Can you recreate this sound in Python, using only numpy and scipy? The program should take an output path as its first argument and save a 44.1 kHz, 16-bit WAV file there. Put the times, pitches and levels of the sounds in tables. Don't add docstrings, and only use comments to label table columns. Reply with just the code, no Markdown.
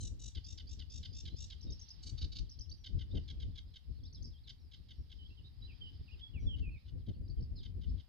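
import sys
import numpy as np
from scipy import signal
from scipy.fft import rfft, irfft
from scipy.io import wavfile
from scipy.ndimage import map_coordinates

SR = 44100
rng = np.random.default_rng(int(sys.argv[2]) if len(sys.argv) > 2 else 0)


def dump_mix(stems):
    frames = np.atleast_2d(stems).T
    limited = np.clip(frames, -1, 1)
    pcm = np.round(limited * 32767).astype(np.int16)
    wavfile.write(sys.argv[1], SR, pcm)


N = 356328

# (multiple of low voice, multiple of high voice, level [dB])
SYRINX_TONES = [(1, 0, -10.5), (0, 1, -8), (2, 0, 2), (1, 1, -2), (0, 2, -9), (3, 0, -4), (2, 1, -7.5),
                (1, 2, -9), (0, 3, -11.5), (2, 2, -23.5)]


def undb(db):
    return 10 ** (np.asarray(db) / 20)


def unit(x):
    return x / np.sqrt(np.mean(x ** 2))


def curves(table):
    times, *columns = np.transpose(table)
    return [np.interp(np.arange(N) / SR, times, column) for column in columns]


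def noise(spectrum, size=N):
    hz, db = np.transpose(spectrum)
    f = np.arange(size // 2 + 1) * SR / size
    gain = undb(np.interp(np.log(f + 1), np.log(hz), db, left=-200, right=-200))
    return unit(irfft(rfft(rng.standard_normal(size)) * gain, size))


def stereo_noise(spectrum, shared, pan_db):
    own = np.array([noise(spectrum), noise(spectrum)])
    pair = np.sqrt(shared) * noise(spectrum) + np.sqrt(1 - shared) * own
    return pair * undb(np.array([[pan_db], [-pan_db]]) / 2)


def wander(rate, size=N):
    steps = np.arange(size) / SR * rate
    return map_coordinates(rng.standard_normal(int(steps[-1]) + 4), [steps + 1], order=2)


def span(length_s):
    return np.linspace(-1, 1, int(length_s * SR))


def swell(u, edge):
    return np.sin(np.pi / 2 * np.clip((1 - abs(u)) / edge, 0, 1)) ** 2


def phase(hz):
    return 2 * np.pi * (np.cumsum(hz) / SR + rng.random())


def add(track, s, note):
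    at = int(s * SR) - len(note) // 2 + np.arange(len(note))
    inside = (at >= 0) & (at < N)
    track[at[inside]] += note[inside]


def wind():
    # (time [s], level [dB])
    gusts = [(0.0, -40), (0.16, -49.5), (1.73, -48.5), (1.86, -59), (2.16, -45), (2.88, -55.5),
             (2.97, -27.5), (2.99, -40.5), (3.76, -53), (4.28, -46.5), (4.5, -55.5), (6.32, -50.5),
             (6.37, -41), (6.77, -42.5), (6.8, -67.5), (6.93, -44.5), (7.97, -45), (8.08, -62.5)]
    # (time [s], length [s], thump [dB], flutter [dB])
    buffets = [(0.377, 0.044, -42, -58.5), (1.338, 0.045, -41, -56.5), (1.69, 0.12, -41.5, -55),
               (2.143, 0.045, -39, -64), (2.246, 0.082, -39.5, -63), (2.419, 0.054, -37, -61),
               (2.958, 0.075, -34, -62), (3.165, 0.08, -36.5, -42.5), (3.471, 0.11, -39.5, -58.5),
               (3.905, 0.062, -41.5, -64.5), (5.002, 0.058, -43.5, -64.5), (5.677, 0.21, -52, -68),
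               (6.008, 0.031, -41.5, -61), (6.47, 0.034, -33, -58), (6.68, 0.03, -34.5, -60),
               (7.098, 0.057, -37, -46.5), (7.407, .1, -36, -55), (7.917, 0.11, -34, -62)]
    # (frequency [Hz], level [dB])
    low_band = [(12, -32.5), (20, -17.5), (49, 0.5), (70, 1), (90, -1.5), (194, -23), (250, -26.5),
                (320, -36), (550, -120)]
    high_band = [(100, -11), (170, 2), (260, 0.5), (330, -4), (410, -8.5), (520, -14.5), (700, -26.5),
                 (1200, -59), (2500, -58)]
    gust_db, = curves(gusts)
    eddy_db = 2.5 * wander(22) + 1.82 * np.array([wander(40), wander(40)])
    gust = undb(gust_db + eddy_db)
    thumps, flutters = np.zeros(N), np.zeros(N)
    for s, length, thump_db, flutter_db in buffets:
        blow = swell(span(length), edge=0.57)
        add(thumps, s, undb(thump_db) * blow)
        add(flutters, s, undb(flutter_db) * blow)
    high_gust = undb(-19 + .5 * eddy_db) * gust
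    low = stereo_noise(low_band, shared=0.1, pan_db=5) * np.hypot(gust, thumps)
    high = stereo_noise(high_band, shared=.03, pan_db=-2.5) * np.hypot(high_gust, flutters)
    return low + high


def hiss():
    # (time [s], high band [dB], low band [dB])
    levels = [(0.1, -75, -84.5), (1.3, -71.5, -84.5), (2.05, -74.5, -79.5), (2.7, -82.5, -87),
              (3.21, -72.5, -81.5), (3.7, -81.5, -85.5), (5.39, -79, -85), (5.79, -77.5, -80.5),
              (7.17, -84.5, -85.5), (8.08, -77, -83.5)]
    # (frequency [Hz], level [dB])
    high_band = [(2300, -27), (2800, -4), (3100, -2), (4000, -0.5), (5200, 3), (5600, -17), (6500, -14.5)]
    low_band = [(700, -1), (1200, -7), (1600, -6.5), (1900, -5), (2200, -6), (2800, -7), (4000, -19)]
    air_band = [(100, -11), (500, 20), (1000, 4), (2000, -28.5), (6000, 0), (9000, 3.5), (15000, 6)]
    high_db, low_db = curves(levels)
    high = stereo_noise(high_band, shared=0.055, pan_db=-13)
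    flicker_db = 2 * wander(25) + 2 * wander(5.4)
    low = stereo_noise(low_band, shared=0.08, pan_db=-0.5)
    air = stereo_noise(air_band, shared=0.19, pan_db=0.5)
    return high * undb(high_db - 2.5 + flicker_db) + low * undb(low_db + 1) + air * undb(-88)


def two_voices(low_hz, high_hz, tones, throat_hz, width_hz, jitter):
    low, high = (hz * (1 + jitter * wander(900, size=len(hz))) for hz in (low_hz, high_hz))
    low_phase, high_phase = phase(low), phase(high)
    out = 0
    for m, n, db in tones:
        throat = 1 / (1 + 2j * (m * low + n * high - throat_hz) / width_hz)
        out = out + undb(db) * np.imag(throat * np.exp(1j * (m * low_phase + n * high_phase)))
    return unit(out)


def ticks(period_s=.0195, run_up_s=0.056, slack_s=.026, tight_s=.0175, interval_hz=940):
    # (first tick [s], last tick [s], starting level [dB], full level [dB],
    # starting pitch [Hz], full pitch [Hz])
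    trills = [(.013, 0.077, -48, -47.5, 3190, 2967), (0.202, 0.284, -57, -48.5, 2990, 2974),
              (0.45, 0.529, -52, -51, 2500, 2820), (0.679, .734, -56.5, -52, 2400, 2857),
              (0.907, 0.981, -54, -49.5, 2595, 2817), (1.136, 1.207, -56, -49, 2500, 2796),
              (1.372, 1.445, -54.5, -48, 2575, 2870)]
    # (multiple of low voice, multiple of high voice, level [dB])
    tones = [(1, 0, -17), (0, 1, -7), (-1, 2, -17), (2, 0, -5), (1, 1, -10), (0, 2, -15), (3, 0, -24.5),
             (2, 1, -32.5)]
    out = np.zeros(N)
    for first, last, start_db, full_db, start_hz, full_hz in trills:
        for s in np.linspace(first, last, round((last - first) / period_s) + 1):
            effort = np.sin(np.pi / 2 * min((s - first) / run_up_s, 1))
            db = start_db + (full_db - start_db) * effort
            hz = start_hz + (full_hz - start_hz) * effort
            u = span(slack_s + (tight_s - slack_s) * effort)
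            arch = 1 - .22 * abs(u) ** 2.4
            low, high = hz * arch, (hz + interval_hz) * arch
            width_hz = 9900 * (hz / 3000) ** 14.3
            voice = two_voices(low, high, tones, throat_hz=2 * low, width_hz=width_hz, jitter=0.025)
            add(out, s, undb(db) * swell(u, edge=0.99) ** 0.78 * voice)
    return undb(0.9) * out


def syllable(length_s, hz, fall, throat_hz, throat_fall, width_hz, interval=1.34, droop=0.046):
    # (frequency [Hz], level [dB])
    breath_band = [(2500, -9.5), (3200, 6), (4800, -4.5), (6500, -17.5), (7500, -33), (11000, -31)]
    u = span(length_s)
    low = hz * (1 - fall * u - droop * u ** 2)
    high = interval * hz * (1 - 1.4 * fall * u - droop * u ** 2)
    voice = two_voices(low, high, SYRINX_TONES, throat_hz * (1 - throat_fall * u), width_hz, jitter=.015)
    turbulence = noise(breath_band, size=len(u))
    pressure = swell(u, edge=.7) * undb(1.5 * wander(400, size=len(u)))
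    return pressure * (voice + undb(-8) * turbulence)


def chups(lead_s=.0215):
    # (second syllable's time [s], low voice [Hz], level [dB], throat [Hz],
    # first syllable's accent [dB])
    calls = [(.378, 1555, -50, 3280, -0.5), (.605, 1536, -53, 3450, 3.5), (.82, 1510, -53.5, 3240, 2.2),
             (1.057, 1556, -50.5, 4040, -0.5), (1.282, 1616, -50, 3530, 0), (1.529, 1603, -51.5, 3600, 1.5),
             (2.869, 1567, -48.5, 3930, -2.5), (3.018, 1548, -50.5, 3040, -4.5),
             (3.177, 1546, -50.5, 3150, -4.5), (3.308, 1646, -49, 3460, -4),
             (3.428, 1600, -51.5, 3340, -4.5), (3.585, 1644, -50.5, 3500, -4.5),
             (3.767, 1598, -52, 3540, -7), (4.502, 1603, -49, 4170, -4), (4.743, 1600, -54.5, 3570, -6),
             (4.915, 1570, -54, 3420, -5.5), (5.125, 1600, -54.5, 3380, -9), (6.2, 1560, -63.5, 3300, -18),
             (6.592, 1593, -60.5, 3100, -7), (6.89, 1500, -62.5, 3620, -10),
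             (7.093, 1570, -59.5, 3200, -5.5), (7.659, 1590, -55.5, 3400, -2),
             (7.842, 1548, -60, 3080, -4.5), (8.005, 1602, -60, 3400, -6.5)]
    rest_hz = 3350
    out = np.zeros(N)
    for s, hz, db, throat_hz, accent_db in calls:
        open_hz = rest_hz + 800 * 2 ** (accent_db / 4.5)
        sink = 0.63 * (1 - 3000 / open_hz)
        push = open_hz / rest_hz
        first = syllable(.021, hz * push ** .25, fall=.09 * push,
                         throat_hz=open_hz, throat_fall=sink, width_hz=1400 / push ** 2)
        second = syllable(.027, hz, fall=.07, throat_hz=throat_hz, throat_fall=.1, width_hz=1300)
        add(out, s - lead_s, undb(db + accent_db) * first)
        add(out, s, undb(db) * second)
    return out


def whistles(notes):
    out = np.zeros(N)
    for start, end, first, middle, last, db, warble in notes:
        u = span(max(end - start, .01) + 0.0054)
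        hz = middle + (last - first) / 2 * u + ((last + first) / 2 - middle) * u ** 2
        shake = .04 * warble * wander(300, size=len(u))
        flicker = undb(2.4 * wander(90, size=len(u)))
        tone = np.sin(phase(hz * (1 + shake)))
        add(out, (start + end) / 2, undb(db) * swell(u, edge=0.39) * flicker * tone)
    return out


def far_chorus(faint_count=150, faint_warble=.3):
    # (start [s], end [s], first [Hz], middle [Hz], last [Hz], level [dB], warble [0-1])
    slurs = [(1.07, 1.125, 4700, 4970, 4800, -67, 0), (1.295, 1.37, 3900, 4130, 4260, -68, 0.3),
             (1.668, 1.71, 3610, 3794, 3620, -60.5, 0.2), (2.76, 2.92, 6050, 5420, 4410, -75.5, 0),
             (3.111, 3.13, 3580, 3670, 4080, -63.5, 0), (4.035, 4.09, 3200, 3860, 5080, -63.5, 0.36),
             (4.145, 4.19, 4320, 3830, 3040, -63, 0.33), (4.255, 4.285, 4600, 4880, 5200, -60, 0.2),
             (4.305, 4.40, 4700, 3180, 4140, -71, 0), (4.435, 4.475, 4790, 3930, 3400, -69, 0.5),
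             (4.59, 4.70, 5800, 5140, 4460, -77.5, .15), (4.935, 5.04, 5340, 5470, 5450, -81.5, 0.13),
             (5.245, 5.295, 4950, 5230, 5030, -80, 0.05), (6.39, 6.49, 5980, 5660, 5250, -75, 0.1),
             (7.555, 7.605, 5150, 4850, 4400, -64, 0.82), (7.555, 7.625, 4450, 3950, 2860, -62, 0.86)]
    clear = whistles(slurs)
    twitter = []
    for when, length, pitch, slope, loud in rng.random((faint_count, 5)):
        start = when * N / SR
        end = start + 0.014 + 0.033 * length
        hz, glide = 3100 + 2000 * pitch, 1300 * (slope - .75)
        twitter.append((start, end, hz - glide, hz, hz + glide, -81 + 6 * loud, faint_warble))
    return clear + whistles(twitter)


def chirps():
    # (time [s], crest of upstroke [Hz], top of hook [Hz], level [dB])
    calls = [(1.613, 6020, 5350, -54), (1.707, 6320, 5460, -50), (1.798, 6550, 5720, -51),
             (1.889, 5990, 5300, -49.5), (2.497, 5960, 5460, -52.5), (2.594, 6130, 5370, -48),
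             (2.699, 6050, 4660, -50), (4.038, 5760, 5300, -59.5), (4.131, 6040, 5260, -54.5),
             (4.228, 6300, 5430, -52), (7.283, 5500, 4700, -62), (7.41, 5420, 5180, -63),
             (7.875, 5330, 5300, -68)]
    out = np.zeros(N)
    for s, crest_hz, top_hz, db in calls:
        u = span(0.016)
        upstroke_hz = crest_hz * (.83 + .17 * np.tanh(2.4 * u + .5) + .02 * wander(700, size=len(u)))
        add(out, s, undb(db - 4 + 3 * u) * swell(u, edge=.6) * np.sin(phase(upstroke_hz)))
        u = span(.021)
        hook_hz = top_hz - 750 * np.exp(-3 * (u + .8)) + 85 * wander(700, size=len(u))
        add(out, s + .023, undb(db) * swell(u, edge=0.47) * np.sin(phase(hook_hz)))
        u = span(0.046)
        tail_hz = .85 * crest_hz * (1 - .015 * u + .014 * wander(500, size=len(u)))
        add(out, s + 0.035, undb(db - 13) * swell(u, edge=0.28) * np.sin(phase(tail_hz)))
    return out


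def rasps(low_hz=1500, high_hz=2300):
    # (time [s], level [dB], brightness [dB per octave])
    calls = [(2.037, -48, 22.5), (2.186, -44.5, 0), (2.329, -45.5, 3)]
    # (delay [s], length [s], level [dB], crescendo from middle to end [dB])
    bursts = [(0, .033, -3, 2.5), (0.034, .04, -1, 11.5), (.0617, .02, 0.5, -2)]
    # (frequency [Hz], level [dB])
    spectrum = [(710, -64), (1200, -25), (1550, -27), (1820, -29), (2140, -30), (2940, -10), (3400, -12),
                (3760, 3.5), (4230, -6), (4530, -5.5), (4970, -6.5), (5210, -9), (6510, -19.5), (7260, -36),
                (7600, -33), (9880, -59.5), (16700, -120)]
    out = np.zeros(N)
    for s, db, brightness in calls:
        tilted = [(hz, level + brightness * np.log2(hz / 4000)) for hz, level in spectrum]
        for delay, length, burst_db, crescendo_db in bursts:
            u = span(length)
            rise = 1 + 0.028 * u
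            voice = two_voices(low_hz * rise, high_hz * rise, SYRINX_TONES,
                               throat_hz=4450, width_hz=450, jitter=0.034)
            pressure = undb(db + burst_db + crescendo_db * u) * swell(u, edge=1.0)
            add(out, s + delay, pressure * unit(noise(tilted, size=len(u)) + voice))
    return out


def far_flutes():
    # (start [s], end [s], first [Hz], middle [Hz], last [Hz], level [dB], warble [0-1])
    phrase = [(5.18, 5.28, 3170, 3056, 3480, -61, 0.4), (5.302, 5.335, 2720, 2716, 2730, -68, 0.3),
              (5.372, 5.40, 3220, 3040, 2800, -63.5, 0.03), (5.44, 5.49, 3810, 3760, 3820, -62.5, 0.97),
              (5.62, 5.675, 3900, 3970, 4100, -58, 0.24), (5.67, 5.74, 3480, 2570, 2440, -63, 0.95),
              (5.805, 5.905, 3290, 3040, 3047, -54.5, 0.52), (6.078, 6.118, 3030, 2450, 2870, -63, 0.1),
              (6.115, 6.153, 2690, 2840, 2400, -59.5, 0.5), (6.208, 6.28, 3280, 3376, 3250, -52.5, 0.14),
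              (6.33, 6.405, 3210, 2510, 2120, -59.5, 0.4), (6.463, 6.565, 3530, 3115, 2870, -52, .45),
              (6.618, 6.705, 2860, 2523, 2410, -57.5, 0.3), (6.695, 6.785, 2595, 2590, 2070, -63.5, 0.7)]
    return whistles(phrase)


def far_buzz(level_db=-76, centre_s=5.88, length_s=0.87):
    u = span(length_s)
    trill = noise([(3000, -4), (4200, -14), (4700, 0.5), (5200, -3.5), (5500, -31)], size=len(u))
    flicker = undb(2 * wander(56, size=len(u)))
    out = np.zeros(N)
    add(out, centre_s, undb(level_db) * swell(u, edge=0.51) * trill * flicker)
    return out


def in_bushes(x, pan_db, echo_db, t60_s, lag_samples=0):
    # (frequency [Hz], level [dB])
    leaf_spectrum = [(1200, -6), (2500, -5.5), (3200, -8), (5200, -6), (6500, -3), (9000, 0.5),
                     (14000, -41)]
    t = np.arange(SR // 2) / SR
    fade = np.exp(-np.log(1000) * t / t60_s) * (1 - np.exp(-t / 0.0032))
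    tails = [noise(leaf_spectrum, size=len(t)) * fade for _ in range(2)]
    echo = np.array([signal.fftconvolve(x, tail / np.linalg.norm(tail))[:N] for tail in tails])
    direct = np.array([undb(pan_db / 2) * np.roll(x, lag_samples), undb(-pan_db / 2) * x])
    return direct + undb(echo_db) * echo


def microphone_body(pair):
    # (frequency [Hz], left leads [rad], left minus right [dB])
    response = [(3050, 0.32, -2.5), (4320, 0.52, 1), (4700, 0, -11.5), (5180, 2.03, -0.5), (5960, 1.64, 3),
                (6440, 0.36, 2.5), (8140, 1, 3.5)]
    hz, lead, pan_db = np.transpose(response)
    f = np.arange(N // 2 + 1) * SR / N
    left = undb(np.interp(f, hz, pan_db) / 2) * np.exp(.5j * np.interp(f, hz, lead))
    return irfft(rfft(pair) * np.array([left, 1 / left]), N)


def scene():
    song = undb(-3.5) * (ticks() + chups() + rasps()) + chirps()
    warbler = microphone_body(in_bushes(song, pan_db=-0.5, echo_db=-10.5, t60_s=0.23))
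    flutes = in_bushes(far_flutes(), pan_db=-5.5, echo_db=-9, t60_s=.35, lag_samples=20)
    chorus = in_bushes(far_chorus() + far_buzz(), pan_db=-1, echo_db=-5, t60_s=.3)
    return warbler + flutes + chorus + hiss() + wind()


def record(dry):
    top_hz = 15700
    return signal.sosfilt(signal.ellip(8, .2, 70, top_hz, fs=SR, output="sos"), dry)


dry = scene()
out = record(dry)
dump_mix(out)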